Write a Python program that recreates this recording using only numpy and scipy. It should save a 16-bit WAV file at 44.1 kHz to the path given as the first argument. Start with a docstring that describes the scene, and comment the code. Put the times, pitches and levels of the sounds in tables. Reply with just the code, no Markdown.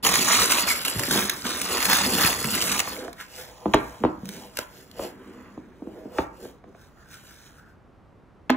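"""For three seconds, packing paper is dragged out of a shipping carton: creases snap and crackle, and
the sheet flutters, squeaks once and rubs on the walls. Next a stiff keyboard box slides out, is knocked
down on a table so that its panels ring, and is shifted. Its lid is worked loose with bumps and rubs,
slides off with a faint rasp at about 7 s, and is put down at 8.5 s.
All along, a phone with two microphones stands close by in a small living room."""
import sys
import numpy as np
from scipy import signal
from scipy.fft import rfft, irfft
from scipy.io import wavfile

SR = 44100
rng = np.random.default_rng(int(sys.argv[2]) if len(sys.argv) > 2 else 0)


def unload_audio(sound):
    """Save the sound as a 16-bit wav file, at the path given as the first command line argument."""
    columns = np.transpose(np.atleast_2d(sound))
    # keep every value between -1 and 1, then stretch to whole-number steps
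    steps = np.round(np.clip(columns, -1, 1) * 32767)
    wavfile.write(sys.argv[1], SR, steps.astype(np.int16))


N = 377496
TIME = np.arange(N) / SR

# Tone of the room's steady air: frequency_hz, level_db
AIR_SPECTRUM = [(25, -12.5), (55, 0), (200, -5), (450, -11.5), (1200, -17.5), (3500, -37), (15000, -56.5)]
# The room's echo: frequency_hz, level_db, decay_s (every decay here is the time to fall by 60 dB)
ROOM_ECHO = [(80.3, -8.5, 0.66), (360, -8, 0.28), (1370, -2.5, 0.51), (3410, -13, 0.13), (14400, -43, 0.07)]
# How far the right microphone lags behind the left: frequency_hz, lag_radians
MIC_LAG = [(1400, 0), (3800, 1.6), (4700, 3.14), (15200, 18.85)]
# The notes a cardboard panel rings at: pitch_hz, level_db
PANEL_NOTES = [(206, 6), (258, 0.5), (308, 0.5), (385, -0.5), (505, 1.5), (660, -4.5), (850, -9),
               (1060, -2), (1330, -3.5)]
# Tone of cardboard sticking and slipping: frequency_hz, level_db
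RUB_SPECTRUM = [(200, -4.5), (3500, 3)]
# Tone of surfaces brushing past each other: frequency_hz, level_db
HISS_SPECTRUM = [(1500, -5.5), (3200, -5), (6500, -6.5), (10000, -11.5), (15500, -12.5)]
# Hands and cardboard slide: middle_s, half_length_s, hiss_db, drone_db, drone_hz
SLIDES = [(3.031, 0.038, -75, -31.5, 495), (3.214, 0.023, -44, -42.5, 1550), (3.399, 0.07, -42, -49, 690),
          (3.837, 0.18, -51, -44, 700), (4.023, 0.01, -71, -30, 380), (4.272, 0.053, -71, -34.5, 210),
          (4.34, 0.054, -45.5, -38.5, 373), (4.434, 0.05, -52, -47, 640), (4.598, 0.028, -41.5, -42, 830),
          (4.779, 0.078, -52.5, -56, 490), (5.033, 0.037, -40.5, -33, 586),
          (5.325, 0.24, -63.5, -53.5, 1300), (5.342, 0.35, -96, -47.5, 356),
          (5.986, 0.12, -63.5, -42.5, 508), (6.191, 0.037, -47, -36, 685),
          (6.442, 0.056, -51.5, -43.5, 480), (6.687, 0.019, -76, -47.5, 365)]
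# The lid slides off and through the hands: middle_s, half_length_s, hiss_db, rasp_db
LID_SLIDES = [(6.829, 0.057, -61.5, -63), (7.01, 0.034, -68, -54), (7.14, 0.028, -49, -55),
              (7.285, 0.11, -53, -63), (7.47, 0.05, -60, -60), (7.585, 0.028, -62, -56),
              (7.69, 0.035, -70, -60)]
# Fingers, corners and the lid's rim bump the cardboard: start_s, strength_db, pitch_hz
CARD_BUMPS = [(0.958, -18, 120), (1.081, -20.5, 263), (1.451, -19.5, 1164), (2.446, -18, 218),
              (2.873, -21.5, 1120), (3.079, -24, 688), (3.201, -29, 1430), (3.7453, -5.5, 414),
              (4.23, -25.5, 195), (4.586, -22, 589), (4.993, -18.5, 555), (5.575, -25.5, 309),
              (5.82, -26.5, 309), (5.87, -25.5, 326), (6.054, -28, 290), (6.451, -27.5, 420),
              (6.639, -38, 712), (6.747, -38.5, 703)]
# The box or lid lands on an edge, then falls flat:
# start_s, edge_db, edge_hz, flat_after_s, flat_db, flat_hz, relative_thud_db, ring_hz, ring_db
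BOX_LANDINGS = [(3.6556, -8, 360, 0.0058, -12.5, 370, -24, 337, -29),
                (3.7357, -4.5, 1175, 0.0053, 0, 598, -27, 391, -28),
                (4.036, -4.5, 484, 0.012, -4, 452, -23, 309, -16),
                (6.1831, -8.5, 722, 0.00449, -9, 475, -26, 910, -17),
                (8.495, -7.5, 920, 0.0046, -5, 958, -33.5, 254, -11.5)]
# Tone of the carton wall shaken by the paper: frequency_hz, level_db
WALL_SPECTRUM = [(35, -22), (65, -3.5), (140, -9), (240, 2.5), (450, 0.5), (1100, -7.5)]
# Tone of the fluttering sheet: frequency_hz, level_db
FLUTTER_SPECTRUM = [(400, -9), (750, -8), (1150, 0), (2400, -6), (4500, -4)]
# Tone of the crackling creases: frequency_hz, level_db
CRACKLE_SPECTRUM = [(1800, -9), (2700, -5.5), (3700, -2.5), (7000, -1), (11000, -3), (15500, -8)]
# Creases, flaps and card edges snap: start_s, peak_db
CREASE_SNAPS = [(0.048, -8.5), (0.065, -7), (0.138, -6.5), (0.154, -8), (0.518, -6.5), (0.849, -10.5),
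                (0.993, -11.5), (1.034, -13), (1.295, -8.5), (1.614, -13.5), (1.825, -10.5), (1.852, -8),
                (1.897, -8), (1.93, -8.5), (2.442, -12.5), (2.55, -14), (2.621, -13), (2.792, -11.5),
                (2.8, -9.5), (3.129, -32), (3.742, -16), (4.255, -30.5), (4.289, -25.5), (4.57, -17),
                (4.587, -14.5), (4.913, -36), (8.5, -20.5)]
# Pulls on the paper: start_s, length_s, crackle_db, flutter_db, wall_db
PAPER_PULLS = [(0.034, 0.066, -23, -25, -31), (0.107, 0.17, -25, -29.5, -33.5),
               (0.271, 0.15, -23, -23, -34.5), (0.494, 0.099, -26, -23, -37.5),
               (0.67, 0.018, -24, -24.5, -42), (0.849, 0.024, -29.5, -29, -45.5),
               (0.979, 0.15, -33, -39.5, -37.5), (1.106, 0.069, -24, -29, -27.5),
               (1.443, 0.3, -35, -33.5, -40.5), (1.718, 0.17, -29, -30, -37),
               (1.883, 0.1, -24.5, -23, -32.5), (2.032, 0.13, -30, -34, -28),
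               (2.116, 0.09, -26, -28, -24.5), (2.199, 0.056, -21, -24.5, -27.5),
               (2.325, 0.27, -32, -37.5, -38), (2.508, 0.24, -29, -32.5, -35.5),
               (2.87, 0.035, -41.5, -40, -42)]

WAVE_DB, RING_DB, THUD_DB, CLICK_DB = -4, -10, -22.5, -19  # parts of a blow, relative to its strength
CLICK_DB_PER_OCTAVE, CLICK_REF_HZ = 14, 704  # harder, higher-pitched contacts click more
PULL_RISE_S, PULL_RELAX_S = .016, .076
STIR_DB, STIR_S = -44, 2.933  # the loose sheet keeps stirring between pulls


def undb(db):
    """Turn decibels into a number to multiply by."""
    return 10 ** (np.asarray(db) / 20)


def unit(x):
    """Scale a sound to an average (rms) level of 1."""
    return x / np.sqrt(np.mean(x ** 2))


def peak(x, db):
    """Scale a sound so that its highest peak is at db."""
    return x * undb(db) / np.abs(x).max()


def add(out, start_s, x):
    """Mix a short sound in at start_s."""
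    start = max(int(start_s * SR), 0)
    out[start:start + len(x)] += x[:N - start]


def band(x, lo_hz, hi_hz, order=2):
    """Keep the part of a sound between two frequencies."""
    sections = signal.butter(order, [lo_hz, min(hi_hz, .47 * SR)], "band", fs=SR, output="sos")
    return signal.sosfilt(sections, x + 1e-18)


def colour(x, spectrum):
    """Shape the tone with a spectrum table, dropping 20 dB beyond its ends."""
    hz, db = np.transpose(spectrum)
    log_hz = np.log(np.fft.rfftfreq(len(x), 1 / SR) + 1)
    curve = np.interp(log_hz, np.log(np.r_[hz[0] / 2, hz, hz[-1] * 2]),
                      np.r_[db[0] - 20, db, db[-1] - 20])
    return irfft(rfft(x) * undb(curve), len(x))


def wander(rate_hz):
    """Glide to a new random value, roughly within -1 to 1, rate_hz times a second."""
    points = rng.standard_normal(int(N / SR * rate_hz) + 2)
    return np.interp(TIME * rate_hz, np.arange(len(points)), points)


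def fade(decay_s, size):
    """Die away by 60 dB every decay_s."""
    return undb(-60 * TIME[:size] / decay_s)


def burst(decay_s, size=2048):
    """Noise that starts suddenly and dies away."""
    return rng.standard_normal(size) * fade(decay_s, size) * np.minimum(TIME[:size] / .0007, 1)


def room_air(level_db=-54):
    """Low, steady air of the room, nearly alike at both microphones."""
    shared, apart = (colour(rng.standard_normal(N), AIR_SPECTRUM) for _ in range(2))
    return undb(level_db) * (unit(shared) + .37 * unit(apart) * np.array([[1], [-1]]))


def room_echo(size=32768):
    """The room's echo at two close microphones: alike in the bass, unrelated in the treble."""
    hz, db, decay_s = np.transpose(ROOM_ECHO)
    edges_hz = np.geomspace(50, 18000, 13)
    build_up = np.clip((TIME[:size] - .003) / .0014, 0, 1)
    out = 0
    for lo, hi in zip(edges_hz, edges_hz[1:]):
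        centre_hz = np.sqrt(lo * hi)
        shared, apart = band(rng.standard_normal((2, size)), lo, hi, order=3)
        pair = shared + min(centre_hz / 800, 1) * apart * np.array([[1], [-1]])
        tail = pair * build_up * fade(np.interp(centre_hz, hz, decay_s), size)
        out += unit(tail) * np.sqrt(2 * (hi - lo) / SR / size) * undb(np.interp(centre_hz, hz, db))
    return out


def table_echo(level_db=-6.5):
    """Treble bounces off the table and box walls and reaches each microphone differently."""
    pair = np.array([band(burst(decay_s=.006), 1800, 15000, order=1) for _ in range(2)])
    return undb(level_db) * pair / np.sqrt(np.sum(pair ** 2) / 2)


def moving_echoes(x, make_echo, count=4):
    """As hands and boxes move, the sound passes from one set of echoes to another."""
    shares = np.array([wander(9) for _ in range(count)])
    shares /= np.sqrt(np.sum(shares ** 2, axis=0))
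    return sum(signal.oaconvolve((share * x)[None], make_echo(), axes=1)[:, :N] for share in shares)


def friction(spectrum, rate_hz, spread_db, decay_s, flicker_db, smooth):
    """Tiny slips of uneven size, each a puff of noise, on top of some smooth rubbing."""
    strength = np.minimum(rng.exponential(size=N), 4)
    slips = unit((rng.random(N) < rate_hz / SR) * undb(spread_db * strength))
    hold = undb(-120 / (decay_s * SR))  # share of a puff's energy left after one sample
    out = 0
    for hz in np.geomspace(25, 12800, 13):
        if spectrum[0][0] / 2 < hz * 2 and hz < spectrum[-1][0] * 2:
            energy = signal.lfilter([1 - hold], [1, -hold], (slips * rng.standard_normal(N)) ** 2)
            part = band(np.sqrt(energy + smooth ** 2) * rng.standard_normal(N), hz, hz * 2)
            # the sheet keeps bending, so each band swells and sinks on its own
            out += unit(part) * np.sqrt(hz) * undb(flicker_db * wander(28))
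    return unit(colour(out, spectrum))


def rasp(hz, roughness):
    """Sticking and slipping makes a note whose pitch and strength tremble quickly."""
    phase = 2 * np.pi * np.cumsum(hz * (1 + roughness * wander(700))) / SR
    return unit((.9 + wander(450)) * np.sin(phase))


def panel_ring(cycles=26, size=16384):
    """A cardboard panel rings: all notes last equally many cycles, and each spot has its own mix."""
    out = 0
    for hz, db in PANEL_NOTES:
        spot_db, detune = rng.standard_normal(2)
        tone = np.sin(2 * np.pi * hz * (1 + .0056 * detune) * TIME[:size])
        out += undb(db + spot_db) * tone * fade(cycles / hz, size)
    return out / np.sqrt(np.sum(out ** 2))


def through_panel(x, share):
    """Rubbing heard partly through the ringing cardboard."""
    return unit(x + share * unit(signal.oaconvolve(x, panel_ring())[:N]))


def slide_speed(middle_s, half_s):
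    """A slide speeds up and slows down; half_s from its middle it has half its top speed."""
    return 2 ** -np.abs((TIME - middle_s) / half_s) ** 1.5


def sliding():
    """Cardboard rubs on cardboard and skin: surfaces hiss, panels drone and the lid rasps."""
    slips = friction(RUB_SPECTRUM, rate_hz=1800, spread_db=.2, decay_s=.016, flicker_db=2.2, smooth=.8)
    slips = through_panel(slips, share=.4)
    hiss = friction(HISS_SPECTRUM, rate_hz=2500, spread_db=2.5, decay_s=.004, flicker_db=1.2, smooth=.7)
    out = np.zeros(N)
    for middle_s, half_s, hiss_db, drone_db, hz in SLIDES:
        drone = unit(band(slips, hz * .61, hz * 1.26))
        out += slide_speed(middle_s, half_s) * (undb(hiss_db) * hiss + undb(drone_db) * drone)
    lid_hz = 1510 * (1 + .02 * wander(8.8))  # the pitch shifts with the grip
    lid = rasp(lid_hz, roughness=.11)
    for middle_s, half_s, hiss_db, rasp_db in LID_SLIDES:
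        out += slide_speed(middle_s, half_s) * (undb(hiss_db) * hiss + undb(rasp_db) * lid)
    return out


def bending_wave(hz, size, travel_s=.0036):
    """A push travels through cardboard: high waves outrun low ones, so it arrives as a falling chirp."""
    push = band(signal.unit_impulse(size), hz * .5, hz * 1.54, order=1)
    push = band(push, 23, hz * 2.6, order=3)
    wave_hz = np.fft.rfftfreq(size, 1 / SR)
    lag_cycles = 2 * travel_s * np.sqrt(wave_hz * hz)  # waves at pitch hz arrive after travel_s
    return irfft(rfft(push) * np.exp(-2j * np.pi * lag_cycles), size)


def blow(db, hz, thud_db, size=16384):
    """One blow on cardboard: a bending wave, a ring near its pitch, a thud and a click."""
    wave = band(bending_wave(hz, size), min(hz / 2, 190), SR, order=3)
    ring = band(signal.fftconvolve(wave, panel_ring(cycles=22))[:size], hz * .75, hz * 1.4, order=1)
    thud = band(burst(decay_s=.12, size=size), 48, 130)
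    click = band(burst(decay_s=.025, size=size) + .3 * burst(decay_s=.16, size=size), 1700, 3800)
    click_db = CLICK_DB + CLICK_DB_PER_OCTAVE * np.log2(hz / CLICK_REF_HZ)
    body = peak(wave, WAVE_DB) + peak(ring, RING_DB)
    return undb(db) * (body + peak(thud, thud_db) + peak(click, click_db))


def lingering_note(hz, cycles, size=16384):
    """After a blow one panel note rings on, wavering against a shorter, higher neighbour."""
    t = TIME[:size]
    main = np.sin(2 * np.pi * hz * t) * fade(cycles / hz, size)
    neighbour = np.sin(2 * np.pi * hz * 1.22 * t) * fade(.6 * cycles / hz, size)
    return (main + undb(-5) * neighbour) * np.minimum(t * hz, 1)


def knocks():
    """A landing is two blows, edge then face; a bump is one blow whose ring a hand cuts short."""
    out = np.zeros(N)
    for start_s, edge_db, edge_hz, after_s, flat_db, flat_hz, thud_db, ring_hz, ring_db in BOX_LANDINGS:
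        add(out, start_s, blow(edge_db, edge_hz, thud_db))
        add(out, start_s + after_s, blow(flat_db, flat_hz, thud_db))
        add(out, start_s + after_s, undb(ring_db) * lingering_note(ring_hz, cycles=58))
    for start_s, db, hz in CARD_BUMPS:
        add(out, start_s, blow(db, hz, THUD_DB) + undb(db - 5.5) * lingering_note(hz, cycles=36))
    return out


def squeak(start_s=.672, length_s=.062, from_hz=2480, to_hz=2020, level_db=-23):
    """Paper catches on the carton and gives a rough falling note."""
    progress = np.clip((TIME - start_s) / length_s, 0, 1)
    pitch_hz = from_hz + (to_hz - from_hz) * progress
    return undb(level_db) * np.sin(np.pi * progress) * rasp(pitch_hz, roughness=.022)


def snaps(rise_s=.0008, fall_s=.002, size=2048):
    """A crease buckles: a sharp crack runs along it, and the patch around it rings briefly."""
    t = TIME[:size]
    out = np.zeros(N)
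    for start_s, db in CREASE_SNAPS:
        run_s = .007 * np.sqrt(undb(db))  # a bigger crease cracks for longer
        buckle = np.minimum(t / rise_s, 1) * np.exp(-np.maximum(t - run_s, 0) / fall_s)
        patch_hz = 1700 * 2 ** rng.uniform(-.37, 1)
        crack = band(buckle * rng.standard_normal(size), 2200, 15000, order=1)
        patch = band(buckle * rng.standard_normal(size), patch_hz / 2, patch_hz * 2)
        add(out, start_s, peak(peak(crack, 0) + peak(patch, -2.5), db))
    return out


def crinkles(count=1300, size=1024):
    """Small patches flip all over the sheet, each with its own brief pitch; a few stand out."""
    out = np.zeros(N)
    for when, pitch, strength in rng.random((count, 3)):
        hz = 1500 * 2 ** (3 * pitch)
        ping = np.sin(2 * np.pi * hz * TIME[:size]) * fade(.014, size)
        tick = 1.4 * burst(decay_s=.005, size=size)
        add(out, when * N / SR, undb(15 * strength ** 2) * (ping + tick))
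    return unit(band(out, 1200, 15000, order=1))


def pull_effort(start_s, length_s):
    """The strength of one pull: the paper tightens, holds and relaxes."""
    rise = np.clip((TIME - start_s) / PULL_RISE_S + .5, 0, 1)
    return rise * np.exp(-np.clip((TIME - start_s - length_s) / PULL_RELAX_S, 0, 20))


def paper():
    """With each pull creases crackle, the sheet flutters, and its drag shakes the carton wall."""
    efforts = np.array([pull_effort(start_s, length_s) for start_s, length_s, *_ in PAPER_PULLS])
    stir = undb(STIR_DB) * pull_effort(PAPER_PULLS[0][0], STIR_S)
    # each of the three layers follows whichever pull is strongest at that moment
    strongest = [np.max(undb(db)[:, None] * efforts, axis=0) for db in np.transpose(PAPER_PULLS)[2:]]
    crackle_gain, flutter_gain, wall_gain = np.hypot(stir, strongest)
    crackle = friction(CRACKLE_SPECTRUM, rate_hz=1200, spread_db=1.2, decay_s=.02,
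                       flicker_db=2.2, smooth=.25)
    flutter = friction(FLUTTER_SPECTRUM, rate_hz=900, spread_db=2.5, decay_s=.025,
                       flicker_db=3, smooth=.5)
    jerks = undb(1.2 * wander(55))  # the sheet gives way in small jerks
    sheet = jerks * (crackle_gain * crackle + flutter_gain * flutter)
    drag = friction(WALL_SPECTRUM, rate_hz=270, spread_db=-3, decay_s=.056, flicker_db=4, smooth=.3)
    wall = wall_gain * through_panel(drag, share=.56)
    return sheet + wall + crackle_gain * undb(-6) * crinkles()


def scene():
    """The unpacking happens a little to one side, so its treble reaches the left microphone first."""
    handling = paper() + squeak() + snaps() + knocks() + sliding()
    lag_radians = np.interp(np.fft.rfftfreq(2 * N, 1 / SR), *np.transpose(MIC_LAG))
    right = irfft(rfft(handling, 2 * N) * np.exp(-1j * lag_radians))[:N]
    direct = np.array([handling, right])
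    echoes = moving_echoes(handling, table_echo) + moving_echoes(handling, room_echo)
    balance_db = [[-.5], [.5]]  # left, right
    return (direct + echoes + room_air()) * undb(balance_db)


def record(dry):
    """The phone clips the loudest peaks and cuts the highest treble."""
    top_hz = 15600
    treble_cut = signal.ellip(10, .2, 80, top_hz, fs=SR, output="sos")
    return signal.sosfilt(treble_cut, np.clip(dry, -.9, .9))


dry = scene()
out = record(dry)
unload_audio(out)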